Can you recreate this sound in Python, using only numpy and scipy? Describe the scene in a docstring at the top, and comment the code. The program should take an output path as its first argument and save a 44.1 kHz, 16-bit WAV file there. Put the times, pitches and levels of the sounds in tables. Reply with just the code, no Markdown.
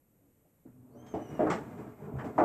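"""A front-loading washing machine starts to turn after a pause, in a small hard-walled room.
The motor takes up with a clunk and hums, water sloshes in the drum, and wet rubber sticks and
slips in a thin squeal. Soaked laundry drops with thumps that ring the tub and throw splashes
of droplets. The drive whines faintly throughout."""
import sys
import numpy as np
from scipy import signal
from scipy.fft import rfft, irfft, next_fast_len
from scipy.io import wavfile
from scipy.ndimage import map_coordinates

SR = 44100
rng = np.random.default_rng(int(sys.argv[2]) if len(sys.argv) > 2 else 0)


def digitize_waveform(pressure):
    """Quantize a signal to 16-bit integers and store it at the path in sys.argv[1].

    Rows of a 2-D input are taken as channels; values are limited to [-1, 1].
    """
    field = np.atleast_2d(pressure).T
    bounded = np.clip(field, -1, 1)
    quanta = np.round(bounded * 32767).astype(np.int16)
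    wavfile.write(sys.argv[1], SR, quanta)


N = 107912
T = np.arange(N) / SR


def amp(db):
    """Decibels to gain."""
    return 10 ** (np.asarray(db) / 20)


def unit(x):
    """Scale to rms 1."""
    return x / np.sqrt(np.mean(x ** 2) + 1e-20)


def eq(points):
    """An EQ curve through (Hz, dB) points on a log axis: gain as a function of frequency."""
    point_hz, db = np.transpose(points)
    return lambda hz: amp(np.interp(np.log(hz + 1), np.log(point_hz), db))


def curves(rows):
    """Automation: one value per sample for each column after the time."""
    times, *columns = np.transpose(rows)
    return [np.interp(T, times, column) for column in columns]


def wobble(rate):
    """A smooth random curve, rate knots a second."""
    return map_coordinates(rng.standard_normal(int(N * rate / SR) + 4), [T * rate])


def filtered(x, response):
    """Shape the spectrum of x by a gain that depends on frequency."""
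    size = next_fast_len(N + SR // 2)
    return irfft(rfft(x, size) * response(np.fft.rfftfreq(size, 1 / SR)), size)[:N]


def noise(response):
    """Coloured noise of rms 1."""
    return unit(filtered(rng.standard_normal(N), response))


def phase(hz):
    """Running phase of a moving pitch."""
    return 2 * np.pi * np.cumsum(hz) / SR


def burst(start, rise, t60, hold=0):
    """Envelope: a straight rise, a hold, then an exponential decay; times in seconds."""
    age = np.maximum(T - start, 0)
    return np.minimum(age / rise, 1) * amp(-60 * np.maximum(age - rise - hold, 0) / t60)


def room(x, tail_db=5.5):
    """Close hard walls add a short dense tail."""
    tail = rng.standard_normal(N) * burst(0.002, rise=0.0046, t60=0.23)
    return x + amp(tail_db) * signal.fftconvolve(x, tail / np.linalg.norm(tail))[:N]


# The colour of the quiet room. Each row: frequency in Hz, gain in dB.
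ROOM_TONE_EQ = [(25, -8), (120, 1.5), (280, -2.5), (400, -8.5), (510, -6.5), (650, -14.5), (900, -18.5),
                (1500, -24), (2200, -24.5), (3200, -32), (5000, -36.5), (7600, -23.5), (9200, -24),
                (10500, -31.5), (11500, -24), (12500, -33), (13200, -26), (15000, -33.5)]


def room_tone(level_db=-71, swell_db=2):
    """A low bed of noise that swells slightly at the start."""
    return amp(level_db + swell_db * np.minimum(T / 0.34, 1)) * noise(eq(ROOM_TONE_EQ))


def drive_whine(idle_hz=11810, idle_db=-78, load_hz=112, load_db=4, jitter_hz=110):
    """The drive's thin unbroken whine rises a little in pitch and level with the load."""
    load = np.clip((T - 0.93) / 0.45, 0, 1)
    tone = np.sin(phase(idle_hz + load_hz * load + jitter_hz * wobble(900)))
    flutter = 1 + 0.25 * wobble(400)
    return amp(idle_db + load_db * load) * flutter * tone


# Blows on the tub. 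Each row: start in seconds, level in dB, brightness in Hz, low cut in Hz,
# contact time in seconds, pitch of the trapped air pocket in Hz, its level over the blow in dB.
BLOWS = [(.203, -74.5, 593, 250, 0.058, 283, 8.5), (0.449, -71, 880, 200, 0.0035, 620, -5),
         (.652, -55.5, 500, 90, 0.031, 251.5, 2.5), (.947, -53.5, 533, 170, 0.011, 578.4, 1),
         (1.139, -33, 816, 128, 0.028, 438, -7.5), (1.33, -51, 450, 170, .015, 181, 3),
         (1.393, -26, 735, 260, 0.0063, 617.7, -0.5), (1.416, -26.5, 660, 230, 0.027, 307.4, -7.5),
         (1.467, -29.5, 1530, 214, 0.011, 247, -4), (1.499, -34, 560, 120, 0.009, 174, 1.5),
         (1.736, -54, 330, 152, .02, 238, 2), (1.868, -48.5, 330, 200, 0.0052, 313, 1.5),
         (2.137, -43, 140, 75, 0.032, 131.1, 9), (2.200, -50, 696, 75, 0.022, 125, -12),
         (2.246, -46.5, 650, 90, 0.014, 286.8, 3.5), (2.380, -20.5, 1240, 397, 0.018, 287, -14.5),
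         (2.411, -23.5, 816, 270, 0.006, 319, 3)]
# The tub's ringing modes. Each row: pitch in Hz, level in dB, time to fall 60 dB in seconds.
TUB_MODES = [(80, -7, .3), (130, -7, .25), (173, -2, .28), (246, -4, .3), (296, -2, .18), (320, -1, .2),
             (432, 0, .28), (589, -1, .2), (644, 0, .2), (712, -1, .22), (754, -4, .2), (815, -7, .18),
             (908, -5, .17), (1293, -6, .17), (1522, -11, .17)]
# The colour of the tub's lesser modes. Each row: frequency in Hz, gain in dB.
CLATTER_EQ = [(40, -20), (75, 6), (120, -4), (330, 6), (440, -5), (520, -3), (650, 1.5), (950, -4),
              (1100, -6), (1900, -9.5), (2800, -17), (4000, -14), (7500, 7.5), (12000, -13)]


def thumps(attack_s=0.0015, slap_db=-1, ring_db=-8, clatter_db=-2.5):
    """Each blow slaps, then rings the tub, a clatter of lesser modes and air under the cloth."""
    out = np.zeros(N)
    for start, db, bright_hz, low_hz, contact_s, pocket_hz, pocket_db in BLOWS:
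        def contact(hz):
            """The band a blow excites: soft contact dulls the top."""
            return 1 / np.sqrt((1 + (hz / bright_hz) ** 7.76) * (1 + (low_hz / (hz + 1)) ** 5))

        phase_per_hz = 2 * np.pi * np.maximum(T - start, 0)
        ring = np.zeros(N)
        for k, (hz, mode_db, t60) in enumerate(TUB_MODES):
            strength = contact(hz) * amp(mode_db + rng.normal(0, 2))
            envelope = burst(start, attack_s + 0.5 / hz, t60, hold=contact_s / 2)
            detuned_hz = hz * (1 + rng.normal(0, 0.0051))
            ring += (-1) ** k * strength * envelope * np.sin(detuned_hz * phase_per_hz)
        clatter = noise(lambda hz: eq(CLATTER_EQ)(hz) * contact(hz))
        clatter *= burst(start, attack_s, t60=0.31, hold=contact_s)
        pocket = np.sin(pocket_hz * phase_per_hz) * burst(start, rise=0.0032, t60=0.25, hold=contact_s)
        slap = np.sin(0.726 * bright_hz * phase_per_hz) * burst(start, rise=1 / bright_hz, t60=0.026)
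        out += amp(db) * (amp(slap_db) * slap + amp(ring_db) * ring
                          + amp(clatter_db) * clatter + amp(pocket_db) * pocket)
    return out


def bubbles(per_s, centre_hz, cycles, spread=0.265, glide=0.3, scatter_db=3):
    """A stream of small ringing bubbles whose pitch rises as they fade; rms 1."""
    draws = rng.uniform(0.001, 0.999, (int(per_s * N / SR), 3))
    when, pitch, strength = np.hsplit(draws, 3)
    hz = np.clip(centre_hz * (pitch / (1 - pitch)) ** spread, 80, 12000)
    t = np.arange(SR // 25) / SR
    life = t * hz / cycles  # reaches 1 when the bubble is 60 dB down
    ring = np.sin(2 * np.pi * hz * t * (1 + glide * np.minimum(life, 1) / 2)) * amp(-60 * life)
    ring *= amp(-scatter_db * np.log(np.maximum(strength, 0.04)))  # a few stand out
    samples = (when * N).astype(int) + np.arange(len(t))
    return unit(np.bincount(samples.ravel(), ring.ravel(), N)[:N])


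def droplets():
    """Dense droplets pinging in the room, on a hiss."""
    return rng.standard_normal(N) + amp(-6) * room(bubbles(per_s=900, centre_hz=2680, cycles=4.1))


# Water moving in the drum. Each row: time in seconds, body level in dB, fizz level in dB.
SLOSH_LEVELS = [(.62, -110, -110), (.7, -70, -94), (.85, -65, -91), (1.06, -49, -67), (1.12, -53.5, -66.5),
                (1.25, -49.5, -63), (1.38, -46, -60), (1.56, -39.5, -58), (1.7, -48, -61.5),
                (1.83, -43.5, -61), (1.96, -53.5, -66), (2.03, -49.5, -64.5), (2.09, -41.5, -65.5),
                (2.16, -45.5, -66.5), (2.27, -37, -58), (2.34, -47, -64), (2.44, -38.5, -57)]
# The hollow colour of the water's body. Each row: frequency in Hz, gain in dB.
WATER_EQ = [(30, -40.5), (70, -5), (130, 3.5), (165, -1.5), (215, 0.5), (280, 0), (350, -5), (432, 1.5),
            (510, -10), (620, -4.5), (900, -10.5), (1300, -19), (2200, -42), (4000, -62)]
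# The bright colour of the suds. Each row: frequency in Hz, gain in dB.
SUDS_EQ = [(400, -18), (1200, 2.5), (2000, -5.5), (3000, -14.5), (4500, -19.5), (6200, -14.5), (7700, -8),
           (9500, -17.5), (14000, -22)]


def slosh(bubble_db=-3, surge_db=1.5):
    """Churning water: a hollow body with bubbles in it, and fizzing suds above."""
    body_db, fizz_db = curves(SLOSH_LEVELS)
    churn = noise(eq(WATER_EQ))
    gurgle = room(bubbles(per_s=220, centre_hz=423.5, cycles=35))
    body = unit(churn + amp(bubble_db) * unit(filtered(gurgle, eq(WATER_EQ))))
    fizz = unit(filtered(droplets(), eq(SUDS_EQ)))
    return amp(surge_db * wobble(24.91)) * (amp(body_db) * body + amp(fizz_db) * fizz)


# The partials of the motor's hum. Each row: pitch in Hz, level in dB.
HUM_PARTIALS = [(125, -57), (248, -58)]


def motor_hum(start_s=0.64, rise_s=0.07, fall_db_per_s=5, flutter_db=2.5, waver=0.02566, rough=0.32):
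    """A rough, wavering hum, strongest as the motor starts."""
    age = np.maximum(T - start_s, 0)
    effort = np.minimum(age / rise_s, 1) * amp(-fall_db_per_s * age)
    hum = np.zeros(N)
    for hz, db in HUM_PARTIALS:
        level = amp(db + flutter_db * wobble(22))
        tone = np.sin(phase(hz * (1 + waver * wobble(29.9))))
        growl = noise(lambda f: 1 / (1 + ((f - hz) / 45) ** 2))  # a narrow band around the partial
        hum += level * (tone + rough * growl)
    return effort * hum


# Water thrown against the door and drum. Each row: start in seconds, level in dB, then rise,
# hold and time to fall 60 dB in seconds, and the fine spray's level over the coarse splash in dB.
SPLASH_HITS = [(0.661, -73, .004, 0.023, 0.23, -28), (1.063, -62, .002, .015, 0.22, 9),
               (1.137, -53.5, 0.003, 0.014, 0.29, 0.5), (1.391, -42, 0.0049, 0.018, 0.58, -12.5),
               (1.498, -30.5, 0.0054, .015, .23, 0.5), (1.776, -55.5, 0.0069, 0.013, 0.2, -4.5),
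               (2.183, -45, 0.0048, 0.027, 0.17, -10.5), (2.24, -53, 0.0073, 0.012, 0.12, 2.5),
               (2.380, -36, .003, 0.013, 0.23, -12)]
# The colour of a splash. Each row: frequency in Hz, gain in dB.
SPRAY_EQ = [(100, -29), (400, -0.5), (900, 0.5), (2100, -8), (2900, -13.5), (4300, -21), (5600, -16),
            (6600, -20.5), (7500, -12.5), (8300, -20.5), (9300, -37), (11000, -37), (15000, -43)]


def splashes():
    """Sudden showers of droplets that die away; the finer the spray, the more treble."""
    out = np.zeros(N)
    for start, db, rise, hold, t60, fine_db in SPLASH_HITS:
        treble_shelf = eq([(1700, 0.0088), (4500, fine_db)])
        shower = unit(filtered(droplets(), lambda hz: eq(SPRAY_EQ)(hz) * treble_shelf(hz)))
        out += amp(db) * burst(start, rise, t60, hold) * shower
    return out


# The rubber's first slip. Each row: time in seconds, pitch in Hz, level in dB.
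FIRST_SLIP = [(.90, 4050, -100), (.918, 4250, -88), (.942, 4750, -86), (.955, 4840, -105)]
# Wet rubber rubbing. Each row: time in seconds, pitch in Hz, fundamental and octave levels in dB.
RUBBING = [(.945, 2790, -100, -86), (.98, 3080, -81, -76), (1.035, 3230, -74, -76), (1.105, 3150, -74, -69),
           (1.14, 2960, -74, -79), (1.195, 2990, -75, -87), (1.225, 2955, -75, -71.5),
           (1.245, 3050, -68, -71), (1.27, 2890, -71, -78), (1.295, 2920, -74, -64.5),
           (1.345, 2912, -71.5, -71), (1.365, 2830, -69, -83), (1.40, 2700, -69, -89)]
# How far the squeal breaks up. Each row: time in seconds, roughness (0 is none, 1 or more is full).
BREAKUP = [(1.09, 0), (1.14, 1.14), (1.26, 0.87), (1.29, 0), (1.34, 0), (1.38, .8)]


def rubber_squeal(jitter=0.004, rough_jitter=0.016, flutter_db=1, rough_db=3, room_mix=0.6):
    """Wet rubber gives one rising chirp, then sticks and slips in a thin tone that breaks up at times."""
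    def gate(rows):
        """Open from the first row to the last, with 10 ms fades."""
        return np.clip(np.minimum(T - rows[0][0], rows[-1][0] - T) / 0.01, 0, 1)

    hz, fundamental_db, octave_db = curves(RUBBING)
    rough = np.clip(curves(BREAKUP)[0], 0, 1)
    angle = phase(hz * (1 + jitter * wobble(500) + rough_jitter * rough * wobble(110)))
    overtones = np.sin(2 * angle) + amp(-16) * np.sin(3 * angle)
    tone = amp(fundamental_db) * np.sin(angle) + amp(octave_db) * overtones
    chirp_hz, chirp_db = curves(FIRST_SLIP)
    chirp = amp(chirp_db) * np.sin(phase(chirp_hz))
    flutter = amp((flutter_db + rough_db * rough) * wobble(120))
    direct = (gate(RUBBING) * tone + gate(FIRST_SLIP) * chirp) * flutter
    return (1 - room_mix) * direct + room_mix * room(direct)


def scene():
    """The machine over the quiet of the room, in mono."""
    mix = room_tone() + thumps() + splashes() + slosh() + motor_hum() + drive_whine() + rubber_squeal()
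    return mix[None]


def record(dry):
    """A brick-wall low-pass takes off the very top."""
    return filtered(dry[0], lambda hz: hz < 15030)[None]


dry = scene()
out = record(dry)
digitize_waveform(out)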